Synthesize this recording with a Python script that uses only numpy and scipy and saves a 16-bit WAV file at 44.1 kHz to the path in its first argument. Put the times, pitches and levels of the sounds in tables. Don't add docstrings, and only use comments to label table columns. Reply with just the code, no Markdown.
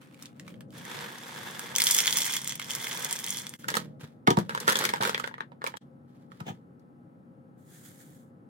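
import sys
import numpy as np
from scipy import signal
from scipy.fft import rfft, irfft, next_fast_len
from scipy.io import wavfile

SR = 44100
rng = np.random.default_rng(int(sys.argv[2]) if len(sys.argv) > 2 else 0)


def materialize(psi):
    bounded = np.clip(np.atleast_2d(psi).T, -1, 1)
    quanta = np.round(bounded * 32767).astype(np.int16)
    wavfile.write(sys.argv[1], SR, quanta)


N = 374401
TIME = np.arange(N) / SR
TAPS, LEAD = 4096, 256
HZ = np.maximum(np.fft.rfftfreq(TAPS, 1 / SR), 1)

# frequency_hz, level_db
TICK_COLOUR = [(300, -39.5), (1000, -5.5), (2000, -4.5), (5000, -4), (9000, 0), (16000, -5.5)]
# pitch_hz, width_hz, boost_db
BOWL_RESONANCES = [(960, 130, 6), (1600, 170, 5), (2060, 260, 11), (2440, 70, 6), (3150, 260, 9.5),
                   (3420, 260, 12), (5640, 450, 6), (6700, 300, 5), (8540, 200, 5)]
# frequency_hz, level_db
POUCH_COLOUR = [(100, -9.5), (200, 1.5), (370, 4.5), (500, 11.5), (710, -4.5), (850, 5.5), (1200, 3),
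                (1850, 4.5), (2600, -4.5), (3400, -1), (4500, -8), (6000, -13.5), (9000, -16.5),
                (16000, -22)]


def from_db(db):
    return 10 ** (np.asarray(db) / 20)


def pan(db):
    return from_db([[db / 2], [-db / 2]])


def in_time(points):
    times, level_db = np.transpose(points)
    inside = np.clip(np.minimum(TIME - times[0], times[-1] - TIME) / .01, 0, 1)
    return from_db(np.interp(TIME, times, level_db)) * inside


def movement(start, length, db, attack_s, sag_db_per_s, release_db_per_s):
    age = np.maximum(TIME - start, 0)
    fall_db = sag_db_per_s * age + release_db_per_s * np.maximum(age - length, 0)
    return np.minimum(age / attack_s, 1) * from_db(db - np.minimum(fall_db, 100))


def at_hz(points, hz=HZ):
    frequencies, values = np.transpose(points)
    return np.interp(np.log(hz), np.log(frequencies), values)


def around(hz, skirt_db):
    return -skirt_db * np.log2(1 + np.log2(HZ / hz) ** 2)


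def resonance(hz, width_hz, boost_db):
    return boost_db / (1 + (2 * (HZ - hz) / width_hz) ** 2)


def boost(modes):
    return sum(resonance(*mode) for mode in modes)


def treble_shelf(db, corner_hz=4200):
    return db / (1 + (corner_hz / HZ) ** 4)


def coloured(x, shape_db):
    cepstrum = irfft(shape_db * np.log(10) / 20)
    cepstrum[1:TAPS // 2] *= 2
    cepstrum[TAPS // 2 + 1:] = 0
    response = irfft(np.exp(rfft(cepstrum)))
    return signal.oaconvolve(x, response[None] / np.linalg.norm(response))[:, :x.shape[1]]


def add(out, start_s, sound):
    start = max(round(start_s * SR), 0)
    out[:, start:start + sound.shape[1]] += sound[:, :N - start]


def placed(x, lag_ms):
    i, half = np.arange(len(x)), lag_ms * SR / 2000
    return np.array([np.interp(i - half, i, x), np.interp(i + half, i, x)])


def held(x, seconds):
    return x * np.sqrt(seconds * SR / (np.sum(x ** 2) / 2))


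def dying(energy, decay_ms, rise_ms=0.099):
    decay, rise = np.exp(-1000 / (np.array([decay_ms, rise_ms]) * SR))
    stored = signal.lfilter([(1 - decay) * (1 - rise)], [1, -decay - rise, decay * rise], energy + 1e-18)
    return np.sqrt(np.abs(stored))


def cracks(energy, crack_ms, scatter_ms, scatter_db, lag_ms):
    white = rng.standard_normal((3, len(energy)))
    direct = placed(dying(energy, crack_ms) * white[0], lag_ms)
    scatter = from_db(scatter_db) * dying(energy, scatter_ms) * white[1:]
    return (direct + scatter) / np.hypot(1, from_db(scatter_db))


def grains(per_s, spread_db):
    energy = (rng.random(N) < per_s / SR) / per_s
    hits = np.flatnonzero(energy)
    energy[hits] *= from_db(spread_db * np.minimum(rng.exponential(1, N)[hits], 4)) ** 2
    return energy / energy.mean()


def buckling(before_db, after_db, fade_s):
    age = (np.arange(TAPS) - LEAD) / SR
    small_snaps = (rng.random(TAPS) < 500 / SR) * rng.exponential(1, TAPS)
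    fade = from_db(np.where(age < 0, before_db, after_db)) ** 2 * np.exp(-np.abs(age) / fade_s)
    return signal.unit_impulse(TAPS, LEAD) + small_snaps * fade


def tick(colour):
    energy = buckling(before_db=-25, after_db=-20, fade_s=.006)
    crack = cracks(energy, crack_ms=.34, scatter_ms=2, scatter_db=-8, lag_ms=.055)
    return held(coloured(crack, colour), seconds=.00065)


def diffuse(shape_db):
    # frequency_hz, correlation
    likeness = [(60, 0.84), (150, 0.28), (380, 0.49), (950, -0.39), (2380, -0.033), (5980, 0.79),
                (15000, 0.98)]
    size = next_fast_len(N)
    alike = np.clip(at_hz(likeness, np.maximum(np.fft.rfftfreq(size, 1 / SR), 1)), -.98, .98)
    mid, side = rfft(rng.standard_normal((2, size)))
    pair = irfft(np.sqrt(1 + alike) * mid + np.sqrt(1 - alike) * side * [[1], [-1]])[:, :N]
    return coloured(pair / np.sqrt(2), shape_db)


def appliance_hum():
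    # frequency_hz, level_db
    rush_colour = [(30, -4), (65, -10), (90, -5), (130, 0), (290, -3.5), (420, -15), (500, -13), (660, -21),
                   (900, -24), (1500, -29), (2600, -44), (6000, -55.5), (10000, -54.5), (16000, -60)]
    # pitch_hz, width_hz, boost_db
    rush_modes = [(238, 14, 5), (470, 20, 3), (530, 25, 8), (720, 25, 6), (815, 40, 6), (10950, 300, 8)]
    # pitch_hz, level_db
    hum_tones = [(118, -74), (140, -64), (178, -65), (236.9, -62.5), (274.5, -74.5), (527.6, -76.5),
                 (721, -92), (818, -79), (1303, -83.5)]
    tones = sum(from_db(db) * np.sqrt(2) * np.sin(2 * np.pi * (hz * TIME + rng.random()))
                for hz, db in hum_tones)
    rush = from_db(-52.5) * diffuse(at_hz(rush_colour) + boost(rush_modes))
    return (rush + tones) * pan(2.4)


def grip():
    # time_s, level_db
    finger_levels = [(0.0, -64), (0.11, -73.5), (0.226, -62.5), (0.35, -79), (0.492, -62), (0.73, -114)]
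    energy = grains(per_s=1600, spread_db=4.5) * in_time(finger_levels) ** 2
    ticks = cracks(energy, crack_ms=.74, scatter_ms=1.1, scatter_db=4, lag_ms=0)
    return from_db(6) * coloured(ticks, at_hz(TICK_COLOUR) + treble_shelf(-17.5))


def liner_snaps():
    # start_s, level_db, pitch_hz, treble_db
    snaps = [(0.145, -45.5, 2280, -19), (0.225, -31.5, 3700, -5), (0.257, -33, 3500, -23),
             (0.3971, -33.5, 1970, -15), (0.479, -34.5, 2300, -27), (0.542, -46.5, 3230, -44),
             (0.6075, -38, 1670, -19.5), (0.7058, -49, 3070, -4.5), (0.8522, -31.5, 1960, -12),
             (0.912, -33, 1590, -27), (0.99, -30, 2100, -24), (1.184, -35, 1590, -6),
             (1.235, -36, 3450, -10), (1.39, -42, 3470, -19), (1.5942, -22.5, 1600, -7),
             (2.597, -21, 2180, -25)]
    out, mean_treble_db = np.zeros((2, N)), np.mean(snaps, axis=0)[-1]
    for start_s, level_db, hz, treble_db in snaps:
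        fold = around(hz, skirt_db=5) + resonance(hz, width_hz=320, boost_db=12)
        colour = at_hz(TICK_COLOUR) + fold + treble_shelf(7 + treble_db - mean_treble_db)
        add(out, start_s - LEAD / SR, from_db(level_db) * tick(colour))
    return out


def handling():
    # start_s, length_s, level_db
    moves = [(0.376, 0.65, -47.5), (1.334, 2.24, -50), (3.624, 0.25, -45), (4.431, 0.67, -45.5)]
    # frequency_hz, level_db
    rumble_colour = [(35, -51.5), (60, -21), (140, 5), (204, 4), (237, 1.5), (265, -17), (293, -1),
                     (407, -18.5), (477, -7), (650, -12), (840, -61.5), (1430, -120)]
    effort = sum(movement(*move, attack_s=.046, sag_db_per_s=2, release_db_per_s=48) for move in moves)
    return effort * diffuse(at_hz(rumble_colour))


def cereal_slide():
    # time_s, level_db
    slide_levels = [(0.715, -63), (0.76, -51), (0.842, -51), (0.865, -45.5), (0.99, -43), (1.12, -49),
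                    (1.26, -50), (1.38, -45), (1.5, -46), (1.72, -46.5), (1.79, -44.5), (2.19, -45.5),
                    (2.57, -60.5), (2.7, -48.5), (3.07, -43.5), (3.47, -59), (3.57, -61.5)]
    # frequency_hz, level_db
    slide_colour = [(150, -45), (250, -24), (360, 0), (410, -6), (475, 3.5), (650, -7.5), (875, 1),
                    (1380, -3.5), (1610, 2.5), (2130, -2.5), (2440, -6), (3100, -7), (3430, -1), (3700, -5),
                    (4190, -9.5), (14200, -20), (16000, -35)]
    energy = grains(per_s=1200, spread_db=3.4) * in_time(slide_levels) ** 2
    contacts = cracks(energy, crack_ms=.5, scatter_ms=3.5, scatter_db=1, lag_ms=0)
    return from_db(2.5) * coloured(contacts, at_hz(slide_colour))


def cereal_gushes():
    # start_s, length_s, patter_db, sag_db_per_s, crackle_db
    gushes = [(0.68, 0.97, -65, -9, -68.5), (1.79, 0.58, -31.5, 9.5, -40), (2.422, 0.063, -36.5, 26, -65),
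              (2.615, 0.782, -41.5, 2, -52), (3.502, 0.1, -62, 8, -63)]
    # pitch_hz, share_db
    flake_sizes = [(1600, -8.5), (3800, -6), (9000, -6)]
    # frequency_hz, level_db
    bowl_colour = [(400, -42), (900, -3.5), (1600, -5.5), (2200, -3), (2700, -5.5), (4300, -6), (6000, -1),
                   (9000, -3.5), (16000, -16.5)]
    # frequency_hz, level_db
    liner_colour = [(1500, -31), (4000, -8), (7000, -2), (11000, -1.5), (16000, -5.5)]
    landing = crackle = patter = 0
    for start_s, length_s, patter_db, sag, crackle_db in gushes:
        flow = movement(start_s, length_s, db=0, attack_s=.09, sag_db_per_s=sag, release_db_per_s=193)
        landing += from_db(patter_db) * flow
        crackle += from_db(crackle_db) * flow
    flakes_per_s = 950 * np.maximum(landing / landing.max(), .4)
    for hz, share_db in flake_sizes:
        energy = grains(flakes_per_s / len(flake_sizes), spread_db=3.3) * landing ** 2
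        hits = cracks(energy, crack_ms=.3, scatter_ms=2, scatter_db=-2.5, lag_ms=.04)
        colour = at_hz(bowl_colour) + boost(BOWL_RESONANCES) + around(hz, skirt_db=4.5)
        patter += from_db(share_db) * coloured(hits, colour)
    film_energy = grains(per_s=450, spread_db=5.2) * crackle ** 2
    film = cracks(film_energy, crack_ms=.15, scatter_ms=3, scatter_db=0, lag_ms=.06)
    return from_db(4.5) * patter + from_db(9.5) * coloured(film, at_hz(liner_colour))


def hard_flakes():
    # start_s, level_db, pitch_hz, treble_db
    impacts = [(1.7525, -19.5, 3120, -18.5), (1.7615, -10, 6200, -20.5), (1.784, -11, 5900, -24),
               (1.801, -15, 2170, -21), (1.8045, -11.5, 3360, -17.5), (1.86, -27, 5700, -16),
               (1.877, -18, 3270, -18), (1.9, -19, 3240, -22.5), (1.9121, -9, 5700, -10),
               (1.819, -8, 3380, -16.5), (1.839, -12, 8730, -7), (1.8692, -7.5, 3700, -17),
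               (1.889, -15, 3440, -10), (1.9096, -9.5, 5600, -10.5), (1.917, -19, 6660, -12.5),
               (1.9474, -9, 3470, -10), (1.981, -13, 3430, -11), (1.987, -7, 3374, -14),
               (2.0039, -11, 2070, -14.5), (2.0583, -17, 3100, -23), (2.07, -12, 3270, -18.5),
               (2.0773, -9.5, 3130, -27.5), (2.1078, -17, 3450, -13.5), (2.127, -13.5, 3370, -15),
               (2.1709, -10, 3400, -13.5), (2.186, -13.5, 3260, -14), (2.2193, -14, 3360, -20.5),
               (2.3461, -24, 3170, -24.5), (2.367, -17, 3570, -23), (2.417, -26, 5660, -15.5),
               (2.4453, -23, 3230, -10.5), (2.4754, -17.5, 3500, -10.5), (2.4944, -20, 3450, -19),
               (2.5223, -22.5, 2020, -15), (2.5553, -24.5, 2000, -15), (2.617, -25.5, 1930, -27.5),
               (2.6248, -29, 3360, -21), (2.6444, -31, 5620, -15.5), (2.7026, -31, 3100, -25.5),
               (2.7072, -19, 3070, -23.5), (2.7511, -17.5, 6660, -15), (2.8268, -29, 2060, -18.5),
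               (2.843, -23, 1570, -15), (2.8696, -21.5, 2100, -27.5), (2.933, -30, 3230, -30),
               (2.952, -32, 1770, -16), (3.025, -24, 3490, -6), (3.047, -16, 3100, -5.5),
               (3.11, -19, 2100, -3.5), (3.1276, -14.5, 8700, -16.5), (3.1613, -24, 3440, -11),
               (3.2422, -20, 1960, -14), (3.2647, -22, 2050, -1.5), (3.3056, -16.5, 6550, -7.5),
               (3.362, -29, 3330, -16.5), (3.371, -23, 3390, -6), (3.3978, -27, 6700, -15),
               (3.4187, -30, 6600, -18.5), (3.468, -24.5, 2060, -19.5), (3.493, -27, 8650, -14),
               (3.5384, -30, 2100, -24.5)]
    out, mean_treble_db = np.zeros((2, N)), np.mean(impacts, axis=0)[-1]
    for start_s, level_db, hz, treble_db in impacts:
        bowl = .65 * sum(rng.uniform(.5, 1.5) * resonance(*mode) for mode in BOWL_RESONANCES)
        flake = around(hz, skirt_db=3.5) + resonance(hz, width_hz=260, boost_db=5.5)
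        colour = at_hz(TICK_COLOUR) + bowl + flake + treble_shelf(11.5 + treble_db - mean_treble_db)
        add(out, start_s - LEAD / SR, from_db(level_db) * tick(colour))
    return out


def pouch():
    # start_s, length_s, level_db
    squeezes = [(3.572, 0.22, -56.5), (3.993, 0.017, -44.5), (4.481, 0.5, -49), (4.657, 0.23, -36.5),
                (5.004, 0.081, -32.5), (5.168, 0.063, -56), (5.621, 0.077, -56), (6.069, 0.16, -71.5),
                (6.3, 0.24, -64)]
    # start_s, level_db, pitch_hz, treble_db
    folds = [(3.643, -31, 1490, -32.5), (3.684, -21.5, 1310, -8.5), (3.687, -19, 1810, -19.5),
             (3.702, -23.5, 1940, -3.5), (3.741, -17.5, 1880, -23), (3.753, -21, 937, -4),
             (3.769, -15.5, 1250, -10.5), (4.274, -11.5, 2160, -22.5), (4.305, -15.5, 3110, -19),
             (4.371, -18, 960, -21), (4.387, -18.5, 674, -14), (4.494, -22, 1600, -22.5),
             (4.508, -28.5, 1480, -32.5), (4.5235, -39, 1290, -39), (4.549, -18.5, 1040, -20),
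             (4.576, -22.5, 1610, -20.5), (4.602, -25.5, 1810, 2.5), (4.679, -10, 1440, -11),
             (4.686, -12, 1500, -24), (4.6919, -13.5, 1300, -12.5), (4.698, -17.5, 1800, 3.5),
             (4.723, -16, 1800, -9.5), (4.756, -13, 3520, -20.5), (4.769, -19.5, 1570, -7),
             (4.789, -17, 1640, 0.5), (4.806, -30, 1100, -27.5), (4.811, -32, 1580, -4),
             (4.84, -16.5, 1460, -13), (4.852, -13, 2100, -13.5), (4.891, -18.5, 2180, -16),
             (4.9369, -14.5, 880, -23), (4.96, -28, 1760, -16.5), (4.9704, -33, 1250, -21.5),
             (4.9804, -34, 1250, -27), (5.01, -18.5, 1590, -29), (5.025, -19, 950, -8),
             (5.034, -19, 1820, -15.5), (5.051, -16.5, 1570, -16.5), (5.074, -21.5, 953, -10),
             (5.094, -19, 1250, -11.5), (5.108, -33.5, 3230, -27), (5.1311, -32, 1570, -28),
             (5.146, -15.5, 2420, -31.5), (5.178, -23, 1610, -18), (5.198, -24, 1300, -15),
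             (5.2408, -20.5, 1510, -30), (5.261, -40, 1540, -11.5), (5.275, -26, 1570, -22.5),
             (5.3116, -37, 930, -37.5), (5.341, -30, 1900, -33.5), (5.381, -34, 1190, -35.5),
             (5.406, -22.5, 1750, -37), (5.519, -40, 824, -38), (5.618, -30, 1310, -35),
             (5.641, -21, 940, -21.5), (5.665, -22, 2260, -23.5), (5.673, -24.5, 1010, -13),
             (5.74, -30.5, 820, -42.5), (5.77, -32, 3200, -17.5), (6.318, -41, 1300, -27.5),
             (6.404, -34.5, 1300, -22.5), (6.796, -65, 4510, -3)]
    # frequency_hz, level_db
    rub_colour = [(120, -11.5), (200, 9.5), (316, -25.5), (473, -6.5), (709, -11), (851, -40), (1590, 1),
                  (2510, -4.5), (3370, -7.5), (12800, -15.5), (16000, -15)]
    rustle = sum(movement(*row, attack_s=.02, sag_db_per_s=5, release_db_per_s=230) for row in squeezes)
    rub_energy = grains(per_s=850, spread_db=4.2) * rustle ** 2
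    rub = cracks(rub_energy, crack_ms=.5, scatter_ms=2.5, scatter_db=0, lag_ms=.1)
    settle_db, settle_s = -12, .016
    jolts = np.zeros(N)
    for start_s, level_db, _, treble_db in folds:
        jolts[round(start_s * SR)] = from_db(level_db + treble_db + settle_db) ** 2
    settling = signal.lfilter([1], [1, -np.exp(-1 / (settle_s * SR))], jolts + 1e-18)
    crackle_energy = grains(per_s=1000, spread_db=4) * (settling + (from_db(-3.5) * rustle) ** 2)
    crackle = cracks(crackle_energy, crack_ms=.25, scatter_ms=2, scatter_db=-2, lag_ms=.07)
    return (creases(folds) + from_db(-7.5) * coloured(rub, at_hz(rub_colour))
            + from_db(.5) * coloured(crackle, at_hz(POUCH_COLOUR) + treble_shelf(7.8)))


def creases(folds):
    out, mean_treble_db = np.zeros((2, N)), np.mean(folds, axis=0)[-1]
    for start_s, level_db, hz, treble_db in folds:
        energy = buckling(before_db=-20, after_db=-16, fade_s=.007)
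        snap = cracks(energy, crack_ms=.7, scatter_ms=3, scatter_db=-4, lag_ms=.313 * rng.normal(1, .3))
        fold = around(hz, skirt_db=3) + resonance(hz, width_hz=300, boost_db=8.5)
        colour = at_hz(POUCH_COLOUR) + fold + treble_shelf(14 + treble_db - mean_treble_db)
        gain = from_db(level_db) * pan(rng.normal(0, 3.5))
        add(out, start_s - LEAD / SR, gain * held(coloured(snap, colour), seconds=.001))
    return out


def thumps():
    # start_s, thud_db, thud_hz, ring_db
    blows = [(3.766, -28.5, 200, -57), (4.028, -32, 140, -56), (4.277, -12, 193, -13.5),
             (4.306, -15.5, 280, -19), (4.374, -14.5, 168, -19.5), (4.68, -29.5, 200, -34),
             (5.005, -54, 200, -28.5), (6.407, -30.5, 146, -43.5), (6.498, -29.5, 165, -39.5)]
    # pitch_hz, level_db, t60_s
    scale_modes = [(100.3, -22, 0.085), (126, -6, 0.11), (202, -2.5, 0.09), (319, -13, 0.059),
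                   (356, -6.5, 0.11), (469, -7, 0.1), (755, 6.5, 0.022), (954, -7, 0.1), (1235, -7, 0.083),
                   (1276, -20, 0.083)]
    out, age = np.zeros((2, N)), np.arange(4 * TAPS) / SR
    swell_cycles = 1.05
    onset = 1 - np.exp(-age / .00042)
    for start_s, thud_db, thud_hz, ring_db in blows:
        swell = age * thud_hz / swell_cycles
        thud = (swell * np.exp(1 - swell)) ** 3 * np.sin(2 * np.pi * thud_hz * age)
        ring = 0
        for hz, db, t60_s in scale_modes:
            decay = from_db(db + rng.normal(0, 3) - 60 * age / t60_s)
            ring += decay * np.sin(2 * np.pi * (hz * rng.normal(1, .025) * age + rng.random()))
        add(out, start_s, from_db(thud_db) * placed(thud, lag_ms=.5))
        add(out, start_s, from_db(ring_db) * placed(ring * onset, lag_ms=.51))
    return out * pan(2)


def scuff():
    # centre_s, half_length_s, level_db
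    shoves = [(6.485, 0.015, -37)]
    # frequency_hz, level_db
    scuff_colour = [(59, -26), (100, -6), (229, -6), (283, -13), (350, -7), (621, -18), (818, -14),
                    (1080, -31), (1170, -27), (1650, -21), (2800, -24), (3120, -21), (4980, -38),
                    (6420, -28), (10000, -44), (16000, -38)]
    # pitch_hz, width_hz, boost_db
    hollow_modes = [(790, 190, 9), (1715, 66, 5.4), (3430, 460, 4.3)]
    force = sum(from_db(db) * np.exp(-.5 * ((TIME - s) / half) ** 2) for s, half, db in shoves)
    energy = grains(per_s=600, spread_db=2.5) * force ** 2
    slips = cracks(energy, crack_ms=.89, scatter_ms=6, scatter_db=2, lag_ms=.2)
    return coloured(slips, at_hz(scuff_colour) + boost(hollow_modes))


def sleeve():
    # time_s, level_db
    brush_levels = [(7.57, -74.5), (7.645, -72), (7.68, -64), (7.735, -55), (7.825, -60), (7.854, -50.5),
                    (7.915, -58), (7.976, -60.5), (8.003, -55), (8.054, -61.5), (8.194, -66), (8.31, -85.5)]
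    # frequency_hz, level_db
    cloth_colour = [(500, -17), (1000, -8.5), (1600, 4.5), (2050, 1.5), (2650, -8.5), (3300, -0.5),
                    (4200, -4.5), (5600, -5), (6800, 2), (12000, -1), (16000, -3.5)]
    energy = grains(per_s=3000, spread_db=2.5) * in_time(brush_levels) ** 2
    fibres = cracks(energy, crack_ms=.4, scatter_ms=3, scatter_db=8, lag_ms=0)
    return coloured(fibres, at_hz(cloth_colour)) * pan(-1.4)


def kitchen_reverb(x):
    # frequency_hz, t60_s
    decay_times = [(150, .28), (600, 0.12), (2500, 0.13), (7000, 0.11), (15000, 0.06)]
    age, edges_hz = np.arange(SR // 2) / SR, np.geomspace(80, 17000, 9)
    tail = 0
    for low, high in zip(edges_hz, edges_hz[1:]):
        band_pass = signal.butter(2, [low, high], "band", fs=SR, output="sos")
        band = signal.sosfilt(band_pass, rng.standard_normal((2, len(age))))
        tail += band * 1000 ** (-age / at_hz(decay_times, np.sqrt(low * high)))
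    tail *= np.clip(age / .004, 0, 1)
    return signal.oaconvolve(x, tail / np.linalg.norm(tail, axis=1, keepdims=True), axes=1)[:, :N]


def scene():
    pour = grip() + liner_snaps() + cereal_slide() + cereal_gushes() + hard_flakes()
    near = pour * pan(-1.2) + pouch() * pan(-1.5) + thumps() + scuff() + sleeve()
    return near + from_db(-11.5) * kitchen_reverb(near) + handling() + appliance_hum()


def record(dry):
    # frequency_hz, side_db
    side_levels = [(60, -6), (140, -7.5), (300, -4), (550, -1), (1100, 5), (2200, 1), (16000, -1.5)]
    # centre_s, half_length_s, depth_db
    dips = [(3.578, 0.014, -18), (5.795, 0.016, -28)]
    size = next_fast_len(N + TAPS)
    width = from_db(at_hz(side_levels, np.maximum(np.fft.rfftfreq(size, 1 / SR), 1)))
    side = irfft(rfft((dry[0] - dry[1]) / 2, size) * width, size)[:N]
    low_cut = signal.butter(4, 105, "high", fs=SR, output="sos")
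    top_cut = signal.ellip(10, .1, 80, 16000, fs=SR, output="sos")
    pair = signal.sosfilt(low_cut, dry.mean(axis=0) + side * [[1], [-1]])
    dip_db = sum(db * np.exp(-np.minimum(np.abs(TIME - s) / half, 4) ** 4) for s, half, db in dips)
    return signal.sosfilt(top_cut, pair * from_db(dip_db))


dry = scene()
out = record(dry)
materialize(out)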